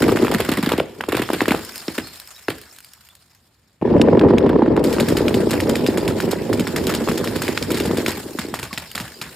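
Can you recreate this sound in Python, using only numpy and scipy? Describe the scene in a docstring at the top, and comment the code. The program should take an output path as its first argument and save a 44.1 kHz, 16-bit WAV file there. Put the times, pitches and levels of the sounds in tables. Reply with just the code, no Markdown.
"""Filled bottles, then jars, burst on concrete among water balloons after rolling down a plywood board.
Each landing is a short glass crack and a spray of shards; falling sine sweeps are the low pops of
bursting vessels and, among the jars, probably of some board knocks. Rolling bumps and knocks ring the
board's modes; full jars clink on it without breaking. Shards tick, chime and settle in a bed of shaped
noise, with yard echoes and quiet outdoor air behind. A cut joins the two drops."""
import sys
import numpy as np
from scipy import signal
from scipy.fft import rfft, irfft, next_fast_len
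from scipy.io import wavfile
from scipy.ndimage import uniform_filter1d

SR = 44100
rng = np.random.default_rng(int(sys.argv[2]) if len(sys.argv) > 2 else 0)


def put_to_file(sound):
    """Save the sound as 16-bit audio at rate SR, in the file named by the first command-line argument."""
    columns = np.atleast_2d(sound).T  # one column per channel
    safe = np.clip(columns, -1, 1)
    whole_steps = np.round(safe * 32767)
    wavfile.write(sys.argv[1], SR, whole_steps.astype(np.int16))


def invert_db(x):
    """Field ratio 10**(x/20) for x, a level in decibels (scalar or array-like)."""
    u = np.asarray(x, float) / 20
    return 10 ** u


N = 412335
CUT_S = 3.812  # bottles before, jars after

# Glass landing on concrete and breaking.
# Each row: start in seconds, crack level in dB, ring pitch in Hz, shatter level in dB.
LANDINGS = [(0.0208, -8, 1970, -24), (0.0801, -15.5, 1330, -29.5), (0.091, -7, 1250, -36),
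            (0.118, -12.5, 1290, -31.5), (0.159, -16, 1800, -34.5), (0.17, -12, 1350, -36),
            (0.187, -16, 2900, -37), (0.2224, -12.5, 1170, -35.5), (0.2464, -11, 1300, -32),
            (0.2675, -12, 1740, -41), (0.28, -9, 1100, -39), (0.313, -14, 1147, -26.5),
            (0.3387, -16, 1480, -24.5), (0.3827, -17, 1590, -33), (0.402, -21, 1560, -24),
            (0.447, -21, 2170, -29), (0.488, -12.5, 1396, -27.5), (0.5157, -32, 1790, -23.5),
            (0.5367, -21, 1800, -31), (0.57, -15, 2220, -27.5), (0.582, -16, 1150, -41.5),
            (0.626, -18, 1540, -26), (0.643, -20, 2950, -34), (0.66, -10, 4800, -28),
            (0.689, -20, 2500, -25.5), (0.7179, -9, 970, -25), (0.7347, -10, 1180, -40),
            (0.7768, -23, 1090, -31), (0.7975, -8, 2420, -36), (1.007, -9.5, 1610, -39),
            (1.037, -12.5, 1240, -44), (1.086, -26, 2510, -29.5), (1.12, -12, 1830, -29),
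            (1.1442, -12, 1640, -38.5), (1.1493, -10, 2680, -31.5), (1.167, -24, 1235, -24),
            (1.193, -12.5, 2020, -32.5), (1.2181, -10.5, 1630, -28), (1.2882, -12.5, 1520, -43.5),
            (1.3014, -9.5, 930, -34.5), (1.331, -18.5, 1555, -26), (1.3413, -13, 2120, -46),
            (1.4052, -2.5, 1650, -35.5), (1.4143, -11.5, 970, -28.5), (1.4553, -10, 1920, -35.5),
            (1.48, -11, 1070, -25), (1.488, -8, 2600, -37), (1.5061, -7, 2460, -27),
            (1.518, -3.5, 980, -29), (1.546, -10.5, 1000, -34), (1.88, -11, 5470, -36),
            (1.9784, -27, 1820, -27), (2.4823, -5.5, 1700, -34.5), (2.4994, -24, 2620, -30.5),
            (4.8388, -27, 2980, -26), (4.926, -27, 1150, -25), (4.9827, -13.5, 1244, -45),
            (4.998, -8.5, 2360, -22.5), (5.0836, -13, 2420, -24.5), (5.1681, -9.5, 3010, -23.5),
            (5.2803, -5.5, 2464, -31.5), (5.3412, -10.5, 3030, -27.5), (5.5066, -15, 1626, -23),
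            (5.5311, -12, 2020, -27.5), (5.6011, -9.5, 2180, -27), (5.6916, -22, 1590, -26),
            (5.754, -7.5, 2640, -26.5), (5.863, -9, 3640, -25), (5.9726, -13, 2020, -26.5),
            (6.077, -10, 2820, -26), (6.187, -21, 1140, -51), (6.2012, -10, 1730, -28),
            (6.3103, -18.5, 1700, -23.5), (6.528, -12, 1560, -27.5), (6.5942, -13.5, 2450, -26.5),
            (6.6688, -15.5, 2200, -30), (6.76, -10.5, 2220, -24), (6.8666, -20, 2420, -25.5),
            (6.8927, -14.5, 1950, -25.5), (6.938, -15, 2520, -25.5), (6.947, -20.5, 1290, -26),
            (7.074, -11, 990, -43), (7.0856, -8.5, 1188, -30), (7.1135, -15, 1770, -33),
            (7.1747, -20.5, 5000, -27.5), (7.241, -12.5, 1420, -29.5), (7.273, -13, 2500, -31.5),
            (7.358, -16, 1580, -28.5), (7.418, -12, 1390, -23.5), (7.479, -10, 2380, -27),
            (7.5743, -4.5, 2570, -32), (7.6245, -14, 5000, -29), (7.7034, -17, 1730, -25),
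            (7.7428, -14, 4000, -30), (7.771, -17, 2470, -25), (7.799, -11, 3020, -27),
            (7.8535, -16, 1440, -28), (7.911, -12, 1020, -44.5), (7.97, -18, 2600, -26),
            (8.061, -4, 2400, -27.5), (8.08, -18, 1450, -21.5), (8.3866, -12, 1560, -27.5),
            (8.539, -10, 1170, -27), (8.589, -17, 2560, -32), (8.6282, -15.5, 2440, -27.5),
            (8.7283, -14, 2570, -31), (8.775, -8.5, 2770, -28.5), (8.95, -16.5, 2350, -25.5),
            (8.977, -11.5, 1910, -31), (8.9992, -18, 2550, -28), (9.213, -18, 2860, -27.5)]
# Glass rolling on the board. Each row: time in seconds, level in dB, left minus right in dB.
ROLLING = [(0, -13.5, -4.5), (.3, -19, -3.5), (.75, -40.5, -5), (1.5, -33.5, -1), (2.2, -63, -5),
           (3.81, -89, 7), (3.814, -21, -1), (3.9, -12.5, -3), (4.3, -11.5, -2.5), (5.0, -15, -3),
           (5.8, -18, -5.5), (7.5, -22.5, -6), (8.0, -19.5, -3), (8.2, -33.5, -2), (8.55, -33.5, -5),
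           (8.75, -54, -2), (9.35, -44, -4.5)]
# Stereo likeness of board and air. Each row: frequency in Hz, left-right likeness from 0 to 1.
WIDE_SAME = [(60, 1), (180, 1), (550, 0.57), (1650, 0.58), (4970, 0.37), (15000, 0.18)]


def evened(x):
    """Scales to rms 1."""
    return x / np.sqrt(np.mean(x ** 2) + 1e-20)


def read(points, hz):
    """Reads a spectrum on a log-frequency axis."""
    f, value = np.transpose(points)
    return np.interp(np.log(hz + 1), np.log(f + 1), value)


def column(rows, index):
    """One column of timed rows, interpolated to every sample."""
    return np.interp(np.arange(N) / SR, np.transpose(rows)[0], np.transpose(rows)[index])


def add(mix, s, sound):
    """Mixes a sound in at s seconds; what began before the cut ends there."""
    end = round(CUT_S * SR) if s < CUT_S else N
    part = mix[..., round(s * SR):end][..., :sound.shape[-1]]
    part += sound[..., :part.shape[-1]]


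def band(x, lo_hz, hi_hz):
    """Band-pass."""
    return signal.sosfilt(signal.butter(2, [lo_hz, min(hi_hz, SR / 2.1)], "band", fs=SR, output="sos"), x)


def coloured(x, spectrum):
    """Filters by a spectrum in dB."""
    size = next_fast_len(N)
    gain = invert_db(read(spectrum, np.fft.rfftfreq(size, 1 / SR)))
    return irfft(rfft(x, size) * gain, size)[..., :N]


def pair(a, b, same):
    """Left and right from two unrelated sounds: a is the middle, b the side, weighed by frequency."""
    size = next_fast_len(N)
    a, b = rfft(a, size), rfft(b, size)
    c = np.clip(read(same, np.fft.rfftfreq(size, 1 / SR)), 0, 1)
    lean = np.sqrt((1 - c) / (1 + c))  # side over mid
    return irfft(np.array([a + lean * b, a - lean * b]), size)[:, :N]


def clicks(per_s, spread_db, count):
    """Sparse clicks of random sign, a few of them large."""
    size = invert_db(spread_db * np.minimum(rng.exponential(1, (count, N)), 4))
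    return size * rng.choice([-1., 1.], (count, N)) * (rng.random((count, N)) < per_s / SR)


def clatter(bumps, t60):
    """Noise whose level jumps at each bump and dies away."""
    jumps = signal.lfilter([1], [1, -invert_db(-60 / (t60 * SR))], abs(bumps))
    return evened(jumps * rng.standard_normal(bumps.shape))


def ring(t, hz, t60):
    """A dying mode: a sine that loses 60 dB in t60 seconds."""
    return invert_db(-60 * t / t60) * np.sin(2 * np.pi * hz * t)


def pieces(t, u, within_s=0.045, lo_hz=900, octaves=2.4, ring_t60=0.012, spread_db=14):
    """Broken pieces strike the slab, crowded toward the start, each ringing briefly at its own pitch."""
    late = np.maximum(t - within_s * u[:, :1] ** 3.3 - 0.003, 0)
    level = invert_db(-spread_db * u[:, 1:2])
    hz = lo_hz * 2 ** (octaves * u[:, 2:3])
    return (level * ring(late, hz, ring_t60 * (0.13 + u[:, 3:]))).sum(axis=0)


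def cracks(rows, top_hz=6760, spray_t60=0.095, treble_spray_db=-4):
    """A brief ring with two neighbours, a snap around the same pitch, then shards spray out."""
    # rows: start in seconds, level in dB, ring Hz, then treble and spray in dB relative to that level
    ring_t60, snap_t60, peak_s = 0.012, 0.016, 0.001791
    edge_db, pieces_db, reach = -9, 5.5, 2.5  # reach: snap band edges as a pitch ratio
    out, t = np.zeros((2, N)), np.arange(6000) / SR
    noise, chance = rng.standard_normal((len(rows), 3, len(t))), rng.random((len(rows), 2))
    bits = rng.random((len(rows), 9, 4))  # nine pieces a landing
    clumps = invert_db(4 * evened(band(noise[:, 2], 40, 250)))  # the spray comes in clumps
    mids, highs = band(noise, 330, top_hz), band(noise, 2500, 13000)
    late = t - peak_s  # the contact builds up and peaks a moment after first touch, all pitches in step
    after = np.maximum(late, 0)
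    snap_shape = np.minimum(t / peak_s, 1) ** 2 * invert_db(-60 * after / snap_t60)
    spray_shape = invert_db(-60 * t / spray_t60) * np.minimum(t / 0.0034, 1)
    for row, mid, high, u, bit, clump in zip(rows, mids, highs, chance, bits, clumps):
        s, db, hz, treble_db, spray_db = row
        body = ring(after, hz, ring_t60)
        body += 1.19 * ring(after, hz * (0.61 + 0.4 * u[0]), ring_t60)
        body += 0.28 * ring(after, hz * (0.5 + 0.96 * u[1]), ring_t60)
        edge = invert_db(edge_db) * evened(band(mid[0], hz / reach, hz * reach))
        snap = snap_shape * (edge + invert_db(treble_db) * evened(high[0]))
        click = np.cos(2 * np.pi * hz * late) * np.exp(-(late * hz / 0.76) ** 2)
        tip = np.cos(2 * np.pi * 10500 * late) * np.exp(-(late / 0.00007) ** 2)
        click += invert_db(treble_db - 9.5) * tip
        wide = 1.094 * evened(mid[1] + 0.097 * mid[[2]] * [[1], [-1]])
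        wide = wide + invert_db(pieces_db) * pieces(t, bit) + invert_db(treble_spray_db) * evened(high[1:])
        spray = invert_db(spray_db) * spray_shape * clump * wide
        add(out, s, invert_db(db) * (0.2 * body + click + snap + spray))
    return out


def bottles_and_jars():
    """Breaking landings: thick bottle glass breaks darker than the jars, with more snap and spray."""
    def drop(rows, snap_db, spray_db):  # both relative to the shatter level
        return [(s, db, hz, shatter_db + snap_db - db, shatter_db + spray_db - db)
                for s, db, hz, shatter_db in rows]
    bottles = drop([row for row in LANDINGS if row[0] < CUT_S], snap_db=2.5, spray_db=5.5)
    jars = drop([row for row in LANDINGS if row[0] > CUT_S], snap_db=0.5, spray_db=1)
    return cracks(bottles, top_hz=3070, treble_spray_db=-6.5) + cracks(jars)


def pops():
    """A low thump's pitch sweeps down fast, sags on and fades, leaving a dull thud."""
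    # Low thumps with falling pitch: vessels bursting and, among the jars, probably some board knocks.
    # Each row: time in seconds, level in dB, base pitch in Hz.
    thumps = [(0.026, -5, 301.7), (0.049, -15.5, 325), (0.083, -5.5, 330), (0.123, -3.5, 369),
              (0.152, -7, 307), (0.174, -15, 515), (0.221, -9, 324), (0.229, -3.5, 300),
              (0.271, -22.5, 383), (0.321, -9, 497), (0.346, -9.5, 233), (0.4, -8, 414), (0.488, -7, 308),
              (0.517, -10, 274), (0.577, -11.5, 262), (0.588, -9.5, 275), (0.631, -11, 231),
              (0.67, -7.5, 282), (0.717, -6, 414), (0.734, -7, 295), (0.783, -6.5, 338), (0.801, -4, 458),
              (1.005, -19.5, 478), (1.034, -25, 590), (1.085, -9, 341), (1.128, -8, 370),
              (1.147, -7.5, 339), (1.172, -9, 634), (1.195, -8.5, 308), (1.219, -14, 333),
              (1.3, -10.5, 336), (1.331, -10, 322), (1.343, -13, 346), (1.416, -5.5, 322), (1.48, -6, 322),
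              (1.508, -5.5, 276), (1.516, -17.5, 334), (1.542, -9.5, 365), (1.881, -12.5, 314),
              (1.982, -12, 320), (2.484, -8.5, 354), (4.87, -6.5, 302), (4.985, -8.5, 245),
              (5.104, -7, 300), (5.206, -4, 398), (5.542, -14, 403), (5.886, -4, 317), (6.604, -9.5, 260),
              (6.88, -15, 227), (7.091, -12.5, 244), (7.117, -7.5, 354), (7.154, -14, 348),
              (7.597, -30, 231), (7.682, -16, 272), (7.713, -8, 332), (7.805, -7, 347), (7.875, -12, 252),
              (7.906, -9, 328), (7.982, -7.5, 375), (8.004, -15, 332), (8.08, -10, 364), (8.177, -21, 300),
              (8.261, -20.5, 302), (8.35, -16, 327), (8.389, -16.5, 229), (8.448, -16.5, 346),
              (8.483, -18.5, 352), (8.527, -25, 228), (8.59, -28, 242), (8.63, -25.5, 396),
              (8.727, -25, 233), (8.777, -30, 296), (8.953, -29, 255), (9.003, -23.5, 231),
              (9.216, -34, 217)]
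    bottle_start, jar_start, fall_s = 3.2, 2.2, 0.001834  # starts: rise above base pitch, as a ratio
    sag, sag_s = 0.21, 0.0034  # the pitch settles this share below its base
    lead_s, turn, cycles, thud_db = 0.0011, 0.072, 2.3, -14  # begins ahead of its time; start phase in turns
    out, t = np.zeros(N), np.arange(6000) / SR
    thuds = band(rng.standard_normal((len(thumps), len(t))), 68, 390)
    thuds = thuds * invert_db(-60 * t / 0.13) * np.minimum(t / 0.013, 1)
    for (s, db, hz), thud in zip(thumps, thuds):
        start = jar_start if s > CUT_S else bottle_start
        pitch = hz * (1 - sag * (1 - np.exp(-t / sag_s)) + start * np.exp(-t / fall_s))
        turns = np.cumsum(pitch) / SR
        shape = np.minimum(t / 0.0047, 1) * invert_db(-14 * np.maximum(t * hz - cycles, 0))  # 14 dB a cycle
        pop = shape * np.sin(2 * np.pi * (turns + turn)) + invert_db(thud_db) * thud / abs(thud).max()
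        add(out, max(s - lead_s, 0), invert_db(db) * pop)
    return out


def board():
    """Bumps of rolling glass and single knocks ring the plywood's modes; each knock finds another spot."""
    # Jar shoulders knocking the board. Each row: start in seconds, thump level in dB, clack level in dB.
    knocks = [(3.822, -3.5, -48), (3.85, -4.5, -46), (3.875, -6.5, -43), (3.917, -21, -44),
              (3.938, -5, -40), (3.963, -9, -24), (3.995, -1, -27), (4.036, -9.5, -25), (4.084, -2, -19),
              (4.128, 1, -22), (4.15, 0, -27), (4.17, 1, -19.5), (4.211, -4, -11.5), (4.233, -1, -22),
              (4.247, -0.5, -31), (4.26, -5.5, -37), (4.284, -11, -18), (4.304, 1, -15.5),
              (4.334, -0.5, -24), (4.374, -28, -20.5), (4.407, -11, -31), (4.441, -3.5, -37),
              (4.462, -3.5, -17.5), (4.496, -5, -16), (4.529, -4, -22), (4.558, 0.5, -25),
              (4.589, -1.5, -23), (4.62, -0.5, -17.5), (4.659, -9.5, -17), (4.677, -3, -31),
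              (4.774, -0.5, -13.5), (4.801, -19, -27), (5.252, -11, -23), (5.306, -8, -21),
              (5.538, -12, -30), (5.669, -14, -20), (5.706, -17, -33), (5.803, -16, -31),
              (5.977, -12.5, -35), (6.055, -14.5, -25), (6.083, -14, -36), (6.229, -15, -26),
              (6.275, -8.5, -31), (6.329, -7.5, -15), (6.496, -9.5, -27), (6.672, -15.5, -17),
              (6.759, -17, -28), (6.868, -12.5, -30), (6.922, -16.5, -30), (7.306, -29, -43),
              (7.358, -14.5, -24), (7.486, -9, -20)]
    # Plywood modes. Each row: frequency in Hz, damping width in Hz, level in dB ahead of the width's root.
    plywood = [(95.5, 12, -12.5), (166.3, 91, -2.5), (231, 26, 0), (332.7, 81, -0.5), (370, 69, 0.5),
               (486, 130, -2), (843, 138, -10.5), (970, 41, -17.5), (1800, 210, -27.5)]
    # Broad clatter of the board. Each row: frequency in Hz, filter gain in dB.
    skirt = [(29, -54), (50, -2), (229, -9), (386, -2.5), (576, 2.5), (690, -12), (5320, -68), (6000, -76),
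             (7800, -99), (13200, -120)]
    bumps_per_s, bump_spread_db, skirt_db = 85, 2, -13
    contact_s, spread_s, thump_hz = 0.001, 0.00395, 120
    t, count = np.arange(4000) / SR, len(plywood)
    bumps = clicks(bumps_per_s, bump_spread_db, count=2 * count)
    bumps += 2.2 * bumps[:1].repeat(2 * count, axis=0)  # the strongest bumps reach all modes at once
    modes = []
    for hz, width, db in plywood:
        arrived = np.maximum(t - spread_s * max(np.sqrt(1000 / hz) - 1, 0), 0)  # low bending waves lag
        soft = np.minimum(arrived / contact_s, 1)  # round glass lands softly
        modes.append(invert_db(db) * ring(arrived, hz, 3.1 / width) * np.sqrt(width) * soft)
    modes = np.array(modes)
    rung = signal.oaconvolve(bumps.reshape(2, -1, N), modes[None], axes=2)[..., :N].sum(axis=1)
    rung = evened(rung) + invert_db(skirt_db) * evened(coloured(clatter(bumps[::count], 0.06), skirt))
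    level_db, pan_db = column(ROLLING, index=1), column(ROLLING, index=2)
    both = evened(pair(*rung, WIDE_SAME))
    bass = signal.sosfilt(signal.butter(1, 90, fs=SR, output="sos"), both)  # the bass is not panned
    out = invert_db(level_db) * (bass + (both - bass) * invert_db(np.outer([0.5, -0.5], pan_db)))
    raps = band(rng.standard_normal((len(knocks), len(t))), 430, 1580)
    raps = raps * invert_db(-60 * t / 0.045) * np.minimum(t / 0.0015, 1)  # hard first contact
    spots = rng.uniform(0.02, 1, (len(knocks), count))
    for (s, db, clack_db), rap, spot in zip(knocks, raps, spots):
        knock = band(spot @ modes * invert_db(-60 * t / 0.16), thump_hz, 3200)
        knock = invert_db(db) * knock / abs(knock).max() + invert_db(clack_db) * rap / abs(rap).max()
        add(out, s, knock * invert_db(np.array([[0.5], [-0.5]]) * pan_db[round(s * SR)]))
    return out


def clinks():
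    """Full jars clink together without breaking: cracks with a short rattle in place of the spray."""
    # Each row: start in seconds, level in dB, ring pitch in Hz.
    touches = [(4.0136, -3, 2930), (4.193, -13.5, 2830), (4.209, -35, 1800), (4.3816, -9.5, 2630),
               (4.4913, -14.5, 1390), (4.7636, -12.5, 1240), (4.7926, -21, 1160)]
    treble_db, rattle_db = -27.5, -18  # relative to each clink
    return cracks([(s, db, hz, treble_db, rattle_db) for s, db, hz in touches], spray_t60=0.026)


def tinkles():
    """Single shards drop with a sharp tick and a short ring; some ring unsteadily while they rock."""
    # Settling shards. Each row: start in seconds, level in dB, ring pitch in Hz.
    drops = [(1.649, -24.5, 5260), (1.7214, -33, 2450), (1.7577, -22, 4930), (1.779, -23.5, 4940),
             (2.1585, -32.5, 4020), (2.1997, -28, 4130), (2.2742, -31.5, 5330), (2.356, -42, 3300),
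             (2.583, -32, 1610), (2.6144, -31.5, 5040), (2.763, -36.5, 3970), (2.786, -32, 1560),
             (2.8044, -35, 1465), (2.846, -32.5, 4630), (2.9346, -32, 5700), (3.088, -38, 2840),
             (3.1527, -37.5, 4140), (3.3487, -44.5, 5260), (7.719, -18.5, 3010), (8.05, -31, 4480),
             (8.1176, -23, 2420), (8.9148, -24.5, 2900)]
    # Shards that rock, then lie flat. Each row: start in seconds, level in dB, pitch in Hz,
    # length in seconds ahead of the final fade.
    rocking = [(1.649, -38, 5090, .03), (1.759, -34, 5080, .03), (2.018, -39, 5120, .045),
               (2.04, -38, 4250, .09), (2.36, -39, 3850, .022), (2.438, -43, 5300, .018),
               (2.852, -47, 4720, .018), (3.099, -45, 3480, .022), (5.869, -24, 4950, .018),
               (8.708, -30, 1114, .025), (9.138, -36, 4820, .028)]
    tick_t60, ring_t60, hiss_t60, hiss_db = 0.018, 0.011, 0.059, -18
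    out, t = np.zeros(N), np.arange(9000) / SR
    tick_shape = invert_db(-60 * t / tick_t60) + invert_db(hiss_db - 60 * t / hiss_t60)
    ticks = band(rng.standard_normal((len(drops), len(t))), 1300, 15000)
    for (s, db, hz), tick in zip(drops, ticks):
        add(out, s, invert_db(db) * (0.87 * ring(t, hz, ring_t60) + tick * tick_shape))
    rocks = band(rng.standard_normal((len(rocking), len(t))), 30, 170)
    for (s, db, hz, length), rock in zip(rocking, rocks):
        shape = np.clip(np.minimum(t / 0.0023, (length - t) / 0.0055 + 1), 0, 1)
        add(out, s, invert_db(db) * ring(t, hz, 6 * length) * shape * (1 + 0.33 * evened(rock)))
    return out


def splash():
    """Each landing throws liquid that rains down and settles; amplitude over time."""
    splash_db, splash_t60 = -10, 0.43  # level relative to the shatter
    power, t = np.zeros(N), np.arange(2 * SR) / SR
    for s, _, _, shatter_db in LANDINGS:
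        add(power, s, invert_db(shatter_db + splash_db - 60 * t / splash_t60) ** 2)
    return np.sqrt(power)


def debris():
    """Dense ticks and splash hiss, small shards that chime at scattered pitches, liquid sloshing below."""
    # Shards and liquid skittering and settling. Each row: time in seconds, level in dB.
    settling = [(0, -36.5), (.6, -42), (.85, -52), (1.05, -51), (1.3, -38.5), (1.85, -38), (2.45, -48),
                (2.6, -46), (3.0, -52.5), (3.8, -69), (4.8, -80), (4.86, -38.5), (6.4, -41.5), (6.9, -37),
                (8.2, -37.5), (8.8, -44.5), (9.35, -42)]
    # Shard colour. Each row: frequency in Hz, filter gain in dB.
    shard_colour = [(300, -5.5), (600, 14.5), (1750, 15.5), (3200, 6), (5000, -1.5), (7000, -10.5),
                    (16000, -17)]
    # Each row: frequency in Hz, left-right likeness from 0 to 1.
    shard_same = [(60, 0.56), (180, 0.92), (550, 0.87), (1650, 1), (4970, 0.16), (15000, 0.09)]
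    ticks_per_s, tick_spread_db, hiss, patchy_db, chimes_db = 300, 2.5, 0.8, 2.5, -14
    body_db, slosh_db = -5.5, 3  # low part relative to settling level; slosh relative to splash and rattle
    rattle_db, grit_db = -27, -50  # low rattle and fine grit under the glass, relative to rolling
    t = np.arange(1500) / SR
    ticks = clatter(clicks(ticks_per_s, tick_spread_db, count=1).repeat(2, axis=0), 0.037)
    z = signal.stft(coloured(ticks + hiss * rng.standard_normal((2, N)), shard_colour), nperseg=256)[2]
    patches = uniform_filter1d(rng.standard_normal(z.shape[1:]), size=5, axis=0)
    patches = uniform_filter1d(patches, size=12, axis=1)
    bed = evened(signal.istft(z * invert_db(patchy_db * evened(patches)), nperseg=256)[1][:, :N])
    chimes = np.zeros(N)
    for u in rng.random((1400, 3)):
        add(chimes, u[0] * N / SR, invert_db(15 * u[1]) * ring(t, 1500 * 3.7 ** u[2], 0.017))
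    middle_chimes = invert_db(chimes_db) * evened(chimes) * [[1], [0]]
    both = pair(*(bed + middle_chimes), shard_same)
    low = evened(signal.sosfilt(signal.butter(4, 6000, fs=SR, output="sos"), both))
    high = evened(signal.sosfilt(signal.butter(4, 6000, "high", fs=SR, output="sos"), both))
    slosh = invert_db(slosh_db) * evened(band(rng.standard_normal(N), 35, 200))
    level_db, roll_db = column(settling, index=1), column(ROLLING, index=1)
    wet = splash() + invert_db(roll_db + rattle_db)
    low_part = (invert_db(level_db + body_db) + wet) * low
    high_part = (invert_db(level_db) + invert_db(roll_db + grit_db)) * high
    return low_part + wet * slosh + high_part


def yard(x):
    """Walls nearby return scattered echoes, each band dying at its own speed."""
    # Each row: frequency in Hz, time to fall 60 dB in seconds.
    decay = [(120, 0.27), (330, 0.44), (870, 0.35), (2300, 0.51), (6060, 0.6)]
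    first = round(0.01 * SR)
    taps = np.zeros((2, SR // 2))
    at = np.arange(first, SR // 2 - 20, 20)  # one echo at random in every 20 samples
    signs = rng.choice([-1., 1.], (2, len(at)))
    np.put_along_axis(taps, at + rng.integers(0, 20, (2, len(at))), signs, 1)
    taps[1] = 0.76 * taps[0] + 0.75 * taps[1]  # the two sides are partly alike
    hz, t, z = signal.stft(taps, SR, nperseg=256)
    tail = signal.istft(z * invert_db(-60 * t / read(decay, hz)[:, None]), SR, nperseg=256)[1]
    return signal.oaconvolve(x[None], tail / np.linalg.norm(tail[0]), axes=1)[:, :N]


def air():
    """Quiet outdoor background of steady shaped noise."""
    # Each row: frequency in Hz, filter gain in dB.
    air_colour = [(18, -38.5), (30, -9), (66, 2), (240, -11), (437, -18), (4910, -31), (6050, -43),
                  (7090, -32.5), (16000, -64)]
    return invert_db(-58.5) * evened(pair(*coloured(rng.standard_normal((2, N)), air_colour), WIDE_SAME))


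def scene():
    """All sources; breaking glass, tinkles and pops also excite the yard's echo."""
    glass, thumps = bottles_and_jars() + tinkles(), pops()
    echo = invert_db(-15.5) * yard(glass.mean(0)) + invert_db(-9.5) * yard(thumps)  # the low pops carry further
    return glass + clinks() + thumps + echo + board() + debris() + air()


def roll_off(x):
    """The treble ends steeply here."""
    return signal.sosfilt(signal.butter(12, 16780, fs=SR, output="sos"), x)


def record(dry):
    """Narrow treble dips, a top roll-off and a bass cut, then a soft overload folding the loudest peaks."""
    # Narrow dips and a roll-off heard in the top octaves. Each row: frequency in Hz, filter gain in dB.
    dips = [(4900, -1.5), (5500, -1), (6000, -15), (6600, -1), (9000, -0.5), (10300, -3.5), (10900, -1.5),
            (11500, -6), (12500, 3.5), (15000, -2), (15900, -18)]
    bass_cut = signal.butter(4, 62, "high", fs=SR, output="sos")
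    cut = signal.sosfilt(bass_cut, coloured(dry, dips))
    overloaded = cut / (1 + cut ** 4) ** 0.38
    return roll_off(overloaded)


dry = scene()
out = record(dry)
put_to_file(out)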